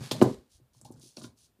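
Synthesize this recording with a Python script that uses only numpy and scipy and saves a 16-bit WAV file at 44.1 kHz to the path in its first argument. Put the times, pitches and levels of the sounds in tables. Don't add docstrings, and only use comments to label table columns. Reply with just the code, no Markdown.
import sys
import numpy as np
from scipy import signal
from scipy.fft import rfft, irfft
from scipy.io import wavfile

SR = 44100
rng = np.random.default_rng(int(sys.argv[2]) if len(sys.argv) > 2 else 0)


def field_ratio(decibels):
    return 10 ** (np.asarray(decibels, dtype=float) / 20)


def unload_audio(sound):
    columns = np.transpose(np.atleast_2d(sound))
    steps = np.round(np.clip(columns, -1, 1) * 32767)
    wavfile.write(sys.argv[1], SR, steps.astype(np.int16))


N = 70560

CONTACT_HZ_PER_HZ = 2.46


def butter(x, order, hz, kind="low"):
    return signal.sosfilt(signal.butter(order, hz, kind, fs=SR, output="sos"), x)


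def level_curve(points):
    s, db = np.transpose(points)
    return field_ratio(np.interp(np.arange(N) / SR, s, db))


def coloured(x, points):
    hz, db = np.transpose(points)
    f = np.maximum(np.fft.rfftfreq(len(x), 1 / SR), 1)
    gain = field_ratio(np.interp(np.log(f), np.log(hz), db))
    y = irfft(rfft(x) * gain, len(x))
    return y / np.sqrt(np.mean(y ** 2) + 1e-20)


def random_hits(per_s):
    return rng.random(N) < per_s / SR


def ring(force, hz, t60):
    r, w = field_ratio(-60 / (t60 * SR)), 2 * np.pi * hz / SR
    return signal.lfilter([0, np.sin(w)], [1, -2 * r * np.cos(w), r * r], force + 1e-18)


def struck(force, centre_hz, octaves, share):
    # f/Hz, relative level/dB, full decay t60/s (share scales it)
    body_modes = [(76, -2.5, 0.055), (130, 0.5, 0.21), (149.5, -2, 0.11), (231, 3.5, 0.063),
                  (277, 3.5, 0.027), (300, 8, 0.081), (349.1, 4.5, 0.082), (434.7, -1.5, 0.05),
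                  (505.6, 2.5, 0.089), (623, -3.5, 0.19), (717, -8, .06), (822, -4, 0.019),
                  (870, 1.5, 0.014), (1030, 3, 0.028), (1187, -1.5, 0.025), (1420, -5, 0.0501),
                  (1530, -15.5, 0.045)]
    radiates_above = 0.74
    skirt = 1.8
    modes = 0
    for hz, db, t60 in body_modes:
        favour = np.exp(-.5 * (np.log2(hz / centre_hz) / octaves) ** 2)
        modes = modes + field_ratio(db) * favour * ring(force, hz, max(t60 * share, .005))
    low_hz = centre_hz * max(radiates_above, 2 ** (-skirt * octaves))
    modes = butter(modes, 2, centre_hz * 2 ** (skirt * octaves))
    return butter(modes, 3, low_hz, "high")


def rubbing(strokes, spectrum):
    grains_per_s, grain_share = 7500, 0.92
    t, stroke = np.arange(N) / SR, 0
    for s, rise, hold, fall, db in strokes:
        attack = np.sin(np.pi / 2 * np.clip((t - s) / rise, 0, 1)) ** 2
        fall_db = -60 * np.maximum(t - s - rise - hold, 0) / fall
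        stroke = stroke + field_ratio(db + fall_db) * attack
    fibres = coloured(random_hits(grains_per_s) * rng.laplace(size=N), spectrum)
    hiss = coloured(rng.standard_normal(N), spectrum)
    return stroke * (np.sqrt(grain_share) * fibres + np.sqrt(1 - grain_share) * hiss)


def scrapes():
    # start t/s, rise/s, hold/s, fall t60/s, level/dB
    drags = [(-.01, 0.034, 0.04, 0.42, -49.5), (.125, 0.03, 0.11, 0.44, -54.5),
             (.24, 0.0085, 0.095, 0.033, -61)]
    # f/Hz, relative level per Hz/dB
    rim_colour = [(300, -26), (700, -0.5), (1500, -1.5), (3000, -2), (5000, -0.5), (7500, -6), (11400, -9),
                  (11900, -17), (16000, -19.5)]
    return rubbing(drags, rim_colour)


def shuffle():
    # t/s, level/dB
    pressure = [(0, -39), (0.097, -61), (0.149, -37), (.2, -44.5), (0.241, -26.5), (0.322, -48),
                (0.448, -83.5), (0.578, -101), (0.651, -70.5), (0.731, -92), (.78, -72.5), (.87, -54.5),
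                (0.951, -58), (1.0, -60), (1.06, -60.5), (1.143, -83), (1.189, -50.5), (1.28, -52),
                (1.35, -84), (1.45, -79), (1.6, -88.5)]
    bumps_per_s, shuffle_hz, shuffle_octaves = 460, 185, 0.3
    rattle_hz, rattle_octaves, rattle_db, rattle_share = 520, 0.95, -12.5, 0.37
    bumps = random_hits(bumps_per_s) * rng.standard_normal(N)
    soft = butter(bumps, 2, CONTACT_HZ_PER_HZ * shuffle_hz)
    body = struck(soft, shuffle_hz, shuffle_octaves, share=0.7)
    sharp = random_hits(bumps_per_s) * rng.standard_normal(N)
    rattle = struck(sharp, rattle_hz, rattle_octaves, rattle_share)
    mix = body / body.std() + field_ratio(rattle_db) * rattle / rattle.std()
    return level_curve(pressure) * mix


def rumble():
    # t/s, level/dB
    rumble_curve = [(0.0, -24.5), (0.03, -81), (0.092, -71.5), (0.138, -64.5), (0.182, -65), (0.241, -61),
                    (0.395, -60), (0.422, -78), (0.49, -101.5), (0.556, -61.5), (0.658, -78.5),
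                    (0.802, -80), (0.824, -75), (0.976, -61), (1.154, -98.5), (1.252, -65), (1.409, -83.5),
                    (1.6, -80.5)]
    noise = rng.standard_normal(N + SR)
    low = butter(noise, 3, [51, 100], "band")[SR:]
    return level_curve(rumble_curve) * low / low.std()


def quiet_floor():
    # f/Hz, relative level per Hz/dB
    floor_colour = [(22, -43), (45, -7), (105, -9.5), (230, -13), (500, -17.5), (1200, -24), (2500, -27.5),
                    (6000, -33.5), (16000, -31)]
    floor_db = -74.5
    return field_ratio(floor_db) * coloured(rng.standard_normal(N), floor_colour)


def knocks():
    # t/s, relative level/dB, favoured pitch f/Hz, spread/octaves, share of the mode decay
    contacts = [(.0005, -34.5, 130, 0.23, 0.98), (0.166, -37, 130, 0.1, .6), (.1125, -37, 960, 1.3, 2.1),
                (0.1152, -26.5, 407, 1.08, 0.13), (.146, -25, 623, 0.085, 0.4),
                (0.204, -38, 357, 0.82, 0.8), (0.2153, -14, 410, 0.86, 0.21),
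                (0.2183, -19.5, 352, 1.04, 0.17), (0.2204, -18.5, 1030, 0.47, 1.1),
                (.223, -10, 316, 0.7, 0.25), (0.218, -19, 130, 0.14, 0.8), (0.249, -32.5, 610, 0.58, 0.37),
                (0.261, -29.5, 386, 1.3, 0.43), (0.237, -22.5, 300, 0.29, .6),
                (0.272, -33, 504, 0.54, 0.93), (0.31, -40.5, 326, 0.32, 1.03), (0.548, -43, 76, 0.19, 0.58),
                (.599, -67.5, 353, 0.84, 0.99), (.606, -54, 130, .3, 0.9), (0.748, -58.5, 1028, 0.26, 0.25),
                (0.757, -58, 130, 0.52, 1.56), (0.8146, -62.5, 600, 1.34, 0.25),
                (.850, -28.5, 822, 0.059, 2.5), (0.853, -45, 600, 0.15, 0.56),
                (.874, -53.5, 900, 0.15, 2.2), (0.851, -52, 260, 0.19, 0.79),
                (0.9039, -47, 316, 0.66, 0.56), (.893, -58.5, 870, 0.28, 1.06),
                (0.908, -45.5, 870, 0.14, 1.5), (0.914, -35, 190, 0.31, 0.33),
                (0.963, -61, 1350, 0.34, 0.93), (0.988, -60, 300, 0.38, 0.28),
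                (1.034, -53.5, 280, 0.25, 0.56), (1.057, -58.5, 332, 0.39, 0.35),
                (1.1706, -46.5, 450, 0.88, 0.85), (1.22, -52.5, 346, 1.1, 0.77),
                (1.182, -47, 586, 0.75, 0.26), (1.242, -38.5, 271, 0.31, 0.31),
                (1.245, -42, 600, 0.11, 0.46), (1.259, -53, 130, 0.18, 0.6),
                (1.2423, -37.5, 1420, 0.13, 1.35), (1.244, -44, 1030, 0.15, 0.83),
                (1.171, -42.5, 1420, 0.12, 0.64), (1.215, -45, 1310, 0.23, 1.2),
                (1.59, -65, 200, 0.88, 0.54)]
    swell_cycles = 0.26
    out, t = np.zeros(N + SR), np.arange(SR // 2) / SR
    for s, db, hz, octaves, share in contacts:
        push = t * np.exp(-2 * np.pi * CONTACT_HZ_PER_HZ * hz * t)
        swell = 1 - np.exp(-(t * hz * octaves / swell_cycles) ** 2)
        knock = swell * struck(push / push.sum(), hz, octaves, share)
        i = max(int(s * SR), 0)
        out[i:i + len(t)] -= field_ratio(db) * knock
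    return butter(out[:N], 3, 77, "high")


def room(x):
    # f/Hz, t60/s
    room_decay = [(100, 0.24), (500, 0.25), (2000, 0.22), (6000, 0.15), (14000, .12)]
    room_db, fade_in_s = -8, 0.006
    t, (hz, t60) = np.arange(SR // 2) / SR, np.transpose(room_decay)
    white, echo = rng.standard_normal(SR // 2), 0
    for low in 40 * 2 ** np.arange(9.):
        band = butter(white, 2, [low, min(2 * low, .45 * SR)], "band")
        band_t60 = np.interp(np.log(1.4 * low), np.log(hz), t60)
        echo = echo + band * field_ratio(-60 * t / band_t60)
    echo = echo * np.clip(t / fade_in_s, 0, 1) ** 2
    return field_ratio(room_db) * signal.fftconvolve(x, echo / np.sqrt(np.sum(echo ** 2)))[:N]


def snaps():
    # t/s, relative level/dB, centre f/Hz, bandwidth as share of the centre, t60/s
    edge_snaps = [(.112, -24, 3530, 0.94, .06), (.115, -31, 5492, 2.1, .08),
                  (0.2143, -26.5, 2493, 0.76, .04), (0.2157, -44.5, 5014, 1.4, 0.033),
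                  (.220, -31.5, 4986, 0.75, .04), (0.2249, -33, 6500, 1.8, 0.056),
                  (0.8133, -46.5, 8000, 0.53, 0.0294), (.821, -65.5, 7920, 0.16, 0.038),
                  (.848, -52, 8000, 0.99, 0.034), (.851, -53, 4500, 0.92, .06),
                  (.914, -59, 9840, 0.42, 0.026), (0.9213, -54.5, 7900, 0.86, 0.057),
                  (.940, -62.5, 5100, 0.36, 0.03), (.997, -55, 8440, .8, 0.025),
                  (1.1696, -37.5, 4080, 0.31, 0.0088), (1.1697, -39, 5480, 0.19, 0.0174),
                  (1.171, -52, 2596, 0.26, 0.066), (1.2177, -45.5, 5000, 0.68, 0.035),
                  (1.2405, -44, 3500, 1.1, 0.039), (1.245, -46, 4570, 0.54, 0.019)]
    click_db, broad_db = 8, -15
    out, t = np.zeros(N + SR), np.arange(SR // 5) / SR
    for s, db, hz, width, t60 in edge_snaps:
        burst = rng.standard_normal(len(t)) * field_ratio(-60 * t / t60) + field_ratio(click_db) * (t == 0)
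        edge = signal.iirpeak(hz, 1 / width, fs=SR)
        band = signal.lfilter(*edge, signal.lfilter(*edge, burst))
        band = band * np.sqrt(SR / (np.pi * hz * width))
        i = int(s * SR)
        out[i:i + len(t)] += field_ratio(db) * (band + field_ratio(broad_db) * burst)
    return butter(out[:N], 2, [600, 15200], "band")


def slides():
    # start t/s, rise/s, hold/s, fall t60/s, level/dB
    finger_strokes = [(.48, .05, 0.0345, 0.11, -65), (.73, 0.0063, 0.044, 0.28, -69),
                      (.845, 0.0084, 0.0106, 0.154, -62), (.955, 0.0074, 0.041, 0.3, -71.5),
                      (1.0, 0.027, 0.054, 0.3, -58.5), (1.158, 0.0185, 0.021, 0.12, -55.5),
                      (1.217, 0.016, 0.022, 0.13, -55.5), (1.355, .04, 0.062, 0.12, -65)]
    # f/Hz, relative level per Hz/dB
    paper_colour = [(1500, -27.5), (2600, -12), (3200, -7), (4500, -2), (6000, -1), (8000, -6.5),
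                    (9800, -2), (11400, -13), (11900, -18), (16000, -16)]
    return rubbing(finger_strokes, paper_colour)


def scene():
    near = scrapes() + shuffle() + knocks() + snaps() + slides()
    mix = near + room(near) + rumble() + quiet_floor()
    return mix[None]


def top_cut(x):
    return signal.sosfilt(signal.butter(12, 15850, fs=SR, output="sos"), x)


def record(dry):
    top_hz, dip_hz, dip_width_hz, dip_share = 15900, 2020, 310, 0.33
    limited = signal.sosfilt(signal.cheby2(12, 50, top_hz, fs=SR, output="sos"), dry)
    dip = signal.lfilter(*signal.iirpeak(dip_hz, dip_hz / dip_width_hz, fs=SR), limited)
    return top_cut(limited - dip_share * dip)


dry = scene()
out = record(dry)
unload_audio(out)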